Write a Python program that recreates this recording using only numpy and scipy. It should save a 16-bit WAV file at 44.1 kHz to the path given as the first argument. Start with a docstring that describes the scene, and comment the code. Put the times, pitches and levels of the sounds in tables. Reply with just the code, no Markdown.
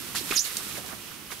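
"""A small tent on the ice, right of the microphone, with someone shifting about inside.
Nylon rubs on nylon: the weave sings at a pitch that follows the sliding speed, in short rubs
and one loud zipping swish. Ice crumbs crunch and tick, loose cloth flaps and murmurs,
and a fine rustle fades into a steady hiss."""
import sys
import numpy as np
from scipy import signal
from scipy.fft import rfft, irfft, next_fast_len
from scipy.io import wavfile
from scipy.ndimage import map_coordinates

SR = 44100
rng = np.random.default_rng(int(sys.argv[2]) if len(sys.argv) > 2 else 0)


def store_wav(level_fs):
    """Save 16-bit WAV to argv[1]."""
    pcm = np.round(np.clip(np.atleast_2d(level_fs), -1, 1) * 32767)
    wavfile.write(sys.argv[1], SR, pcm.T.astype(np.int16))


N = 61739


def amp(db):
    """Decibels to gain."""
    return 10 ** (np.asarray(db) / 20)


def unit(x):
    """Scale to rms 1."""
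    return x / np.sqrt(np.mean(x ** 2) + 1e-20)


def clock():
    """Sample times in seconds."""
    return np.arange(N) / SR


def along(points, hz):
    """Interpolate (Hz, value) points on a log frequency axis."""
    knots_hz, values = np.transpose(points)
    return np.interp(np.log(hz + 1), np.log(knots_hz + 1), values)


def curves(rows):
    """One value per sample for each column after the time."""
    times_s, *columns = np.transpose(rows)
    return [np.interp(clock(), times_s, column) for column in columns]


def wobble(rate_hz):
    """Smooth random curve, rate_hz knots a second."""
    return map_coordinates(rng.standard_normal(N // 4), [clock() * rate_hz], mode="wrap")


def filtered(x, response):
    """Apply a gain given as a function of Hz."""
    size = next_fast_len(N + 8192)
    return irfft(rfft(x, size) * response(np.fft.rfftfreq(size, 1 / SR)), size)[..., :N]


def pan(db):
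    """Constant-power stereo gains; db is left minus right."""
    gains = amp(np.array([np.atleast_1d(db), -np.atleast_1d(db)]) / 2)
    return gains / np.sqrt(np.mean(gains ** 2, axis=0))


def envelope(start_s, attack_s, hold_s, t60_s):
    """Linear attack, hold, exponential release."""
    t = clock() - start_s
    release = np.exp(-np.log(1000) * np.maximum(t - attack_s - hold_s, 0) / t60_s)
    return np.clip(t / attack_s, 0, 1) * release


def texture(colour, grain=0):
    """Stereo noise of rms 1, made of tiny contacts whose sizes spread by grain."""
    # Each row: frequency in Hz, left-right correlation.
    likeness = [(60, 1), (150, 0.54), (400, .5), (1400, 0.33), (3000, 0.25), (7000, 0.17), (14000, 0.9)]
    # Each row: frequency in Hz, pan in dB.
    balance = [(60, 0), (110, -2), (200, -5), (380, -10.5), (700, -5), (1300, -1.5), (2400, -4.5),
               (4400, -6.5), (8000, -9), (15000, -4.5)]

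    def mid_side_gains(hz):
        angle = np.arccos(np.clip(along(likeness, hz), -1, 1)) / 2
        return amp(along(colour, hz)) * [np.cos(angle), np.sin(angle)]

    contacts = rng.standard_normal((2, N)) * np.exp(grain * wobble(2500))
    mid, side = filtered(contacts, mid_side_gains)
    stereo = np.array([mid + side, mid - side])
    return unit(filtered(stereo, lambda hz: pan(along(balance, hz))))


def weave(pitch_hz, width_hz):
    """Threads catching at an uneven rate: a noise band that follows the pitch."""
    a, b = filtered(rng.standard_normal((2, N)), lambda hz: np.exp(-0.5 * (hz / width_hz) ** 2))
    phase = 2 * np.pi * np.cumsum(pitch_hz) / SR
    return unit(a * np.cos(phase) + b * np.sin(phase))


def walls(x, t60_s=0.071, delay_s=0.002, level_db=-4):
    """Add close, dense reflections from ice, gear and tent."""
    t = clock()[:SR // 6]
    tail = rng.standard_normal((2, len(t))) * np.exp(-np.log(1000) * t / t60_s) * (t > delay_s)
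    tail /= np.linalg.norm(tail, axis=1, keepdims=True)
    return x + amp(level_db) * signal.fftconvolve(x, tail, axes=1)[:, :N]


def swish(jitter=0.035, flutter_db=2.5):
    """Fast nylon slide that slows and speeds up again: the weave whistles inside friction noise."""
    # Each row: time in seconds, weave pitch in Hz, relative level in dB.
    slide = [(.345, 6950, -38), (0.36, 6820, -21), (.366, 6610, -16.5), (.373, 5660, -19.5),
             (0.379, 4770, -22.5), (0.389, 5205, -27), (.394, 6060, -19), (0.408, 6260, -24.5),
             (0.42, 7090, -28), (0.454, 6500, -41)]
    # Radiation of the taut cloth. Each row: frequency in Hz, gain in dB.
    radiation = [(2500, -11), (3900, 4), (4650, 2.5), (6500, -0.5), (7600, -6), (9600, 10.5), (12500, -3.5),
                 (15000, -5)]
    pitch_hz, level_db = curves(slide)
    phase = 2 * np.pi * np.cumsum(pitch_hz * (1 + jitter * wobble(900))) / SR
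    whistle = unit(np.sin(phase) * amp(flutter_db * wobble(410)))  # unsteady pressure
    skirt = amp(-3.5) * weave(pitch_hz, width_hz=1080)
    octave = amp(-11.5) * weave(2 * pitch_hz, width_hz=1160)
    start_s, end_s = slide[0][0], slide[-1][0]
    touch = envelope(start_s, attack_s=0.0036, hold_s=end_s - start_s, t60_s=0.03)
    friction = unit(whistle + skirt + octave) * amp(level_db) * touch
    return pan(-12) * filtered(friction, lambda hz: amp(along(radiation, hz)))


def rubs(attack_s=0.001, skirt_share=0.66):
    """Short, slower slides that catch abruptly: rough glides of the weave, each from its own spot."""
    # Each row: start in seconds, length in seconds, first and last pitch in Hz,
    # width as a share of the pitch, relative level in dB, pan in dB.
    slides = [(0.147, 0.0194, 1467, 1613, 0.26, -32, -1), (0.163, 0.041, 3322, 4544, 0.32, -31, -13),
              (0.309, 0.0098, 2472, 2610, 0.023, -21.5, -10),
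              (0.3223, 0.0056, 1480, 1160, 0.096, -24.5, 1.5), (.331, 0.059, 2000, 4313, 0.3, -33, -3.5),
              (0.446, 0.0311, 4400, 3420, 0.05, -36.5, -21), (0.502, 0.017, 1960, 1510, 0.24, -41, -4),
              (0.6, 0.013, 1332, 1055, 0.17, -40.5, 0), (.710, 0.012, 3010, 2570, 0.2, -38.5, -11),
              (0.749, .023, 3060, 1580, 0.2, -40, -20), (0.767, 0.035, 762, 602, 0.27, -39, -12),
              (0.841, 0.0116, 1146, 497, 0.33, -41, -21), (0.888, 0.063, 1207, 1113, 0.39, -42.5, -16),
              (0.925, 0.01535, 1605, 507, 0.74, -38, -13), (1.003, 0.18, 2910, 2700, 0.12, -51, -14),
              (1.115, 0.0067, 1400, 1240, 0.18, -42, -4), (1.302, 0.01, 1300, 1500, 0.44, -36.5, -17),
              (1.3158, .014, 2404, 708, 0.65, -32, -8.5)]
    out = np.zeros((2, N))
    for start_s, length_s, first_hz, last_hz, width_share, level_db, pan_db in slides:
        progress = np.clip((clock() - start_s) / length_s, 0, 1)
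        pitch_hz = first_hz * (last_hz / first_hz) ** progress
        centre_hz = np.sqrt(first_hz * last_hz)
        core = weave(pitch_hz, width_share * centre_hz)
        skirt = amp(-5) * weave(pitch_hz, skirt_share * centre_hz)
        octave = amp(-6.5) * weave(2 * pitch_hz, skirt_share * centre_hz)
        touch = np.minimum(progress * length_s / attack_s, 1) * np.sqrt(1 - progress ** 2)
        out += walls(pan(pan_db) * amp(level_db) * unit(core + skirt + octave) * touch)
    return out


def crunches(attack_s=0.0014, t60_s=0.18):
    """Ice crumbs crushed under the cloth by shifting weight."""
    # Each row: start in seconds, hold in seconds, level in dB.
    presses = [(.149, 0.0069, -30.5), (0.158, 0.024, -37), (0.29, 0.01, -39), (0.442, 0.014, -33),
               (0.571, 0.0053, -33), (0.77, 0.0056, -40), (0.87, 0.0043, -46), (1.309, 0.02, -38.5)]
    # Each row: frequency in Hz, gain in dB.
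    colour = [(200, -31), (900, -38), (2000, -4), (4500, 4.5), (8000, 1), (12000, 0.5), (15500, -7)]
    level = sum(amp(db) * envelope(start_s, attack_s, hold_s, t60_s) for start_s, hold_s, db in presses)
    return level * texture(colour, grain=0.17)


def ticks(attack_s=0.000098, t60_s=0.011):
    """Single ice crumbs snapping."""
    # Each row: start in seconds, level in dB.
    snaps = [(0.311, -30), (.5688, -20), (.5706, -23.5), (.862, -31)]
    # Each row: frequency in Hz, gain in dB.
    colour = [(500, -33), (2200, -41), (3800, 0.5), (8500, 4), (12000, -7), (15500, -8)]
    level = sum(amp(db) * envelope(start_s, attack_s, 0, t60_s) for start_s, db in snaps)
    return level * texture(colour)


def flaps(attack_s=0.002, hold_s=0.0015, t60_s=0.045):
    """Loose folds flapping: soft, low noise bursts."""
    # Each row: start in seconds, level in dB.
    folds = [(0.087, -36.5), (0.161, -44), (0.177, -36), (.209, -41), (0.238, -45), (0.3074, -29),
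             (0.324, -40), (0.361, -46), (.446, -42.5), (0.665, -41), (0.741, -40), (.776, -40.5),
             (0.927, -39), (1.362, -55)]
    # Each row: frequency in Hz, gain in dB.
    colour = [(30, -24), (120, -10.5), (220, 0), (400, 1), (600, -20), (1500, -15), (5000, -62)]
    level = sum(amp(db) * envelope(start_s, attack_s, hold_s, t60_s) for start_s, db in folds)
    return level * texture(colour)


def rustle(flutter_db=0.78):
    """Fine rustle of many tiny cloth contacts."""
    # Each row: time in seconds, level in dB.
    strength = [(0, -38.5), (.07, -39), (.135, -39.5), (.21, -36.5), (.29, -34.5), (.35, -30.5), (.41, -43),
                (.46, -33.5), (.53, -35), (.62, -37), (.72, -37), (.785, -38), (.82, -44), (.88, -40.5),
                (.96, -44.5), (1.12, -46), (1.23, -56), (1.4, -44)]
    # Each row: frequency in Hz, gain in dB.
    colour = [(100, -25), (400, -5), (750, -14.5), (1200, -2), (2200, -1.5), (3600, 0), (6000, -2.5),
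              (9500, -1.5), (13000, -3), (15500, -11)]
    level_db, = curves(strength)
    return amp(level_db + flutter_db * wobble(69.2)) * texture(colour, grain=0.2)


def rumble(flutter_db=0.49):
    """Low murmur of shifting cloth."""
    # Each row: time in seconds, level in dB.
    strength = [(0, -45), (.3, -45.5), (.41, -54), (.55, -45), (.78, -46.5), (.95, -47), (1.1, -49.5),
                (1.4, -50)]
    # Each row: frequency in Hz, gain in dB.
    colour = [(15, -24), (30, -39), (55, -8.5), (95, -4), (200, 0.5), (350, -4), (550, -11.5), (1000, -12),
              (4000, -33)]
    level_db, = curves(strength)
    return amp(level_db + flutter_db * wobble(40.3)) * texture(colour)


def hiss(level_db=-43.5):
    """Steady background noise."""
    # Each row: frequency in Hz, gain in dB.
    colour = [(100, -0.5), (600, -9), (1200, 3), (1900, 1.5), (3000, 5), (4200, -0.5), (5600, 1),
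              (7000, -3), (11000, -1.5), (15500, -5.5)]
    return amp(level_db) * texture(colour)


def scene():
    """Nylon, ice and loose cloth over the hiss."""
    nylon = amp(-2) * (walls(swish()) + rubs())
    ice = crunches() + ticks()
    cloth = rustle() + rumble() + flaps()
    return nylon + ice + cloth + hiss()


def record(dry):
    """Brick-wall band limit."""
    top_hz = 15700
    return filtered(dry, lambda hz: hz < top_hz)


dry = scene()
out = record(dry)
store_wav(out)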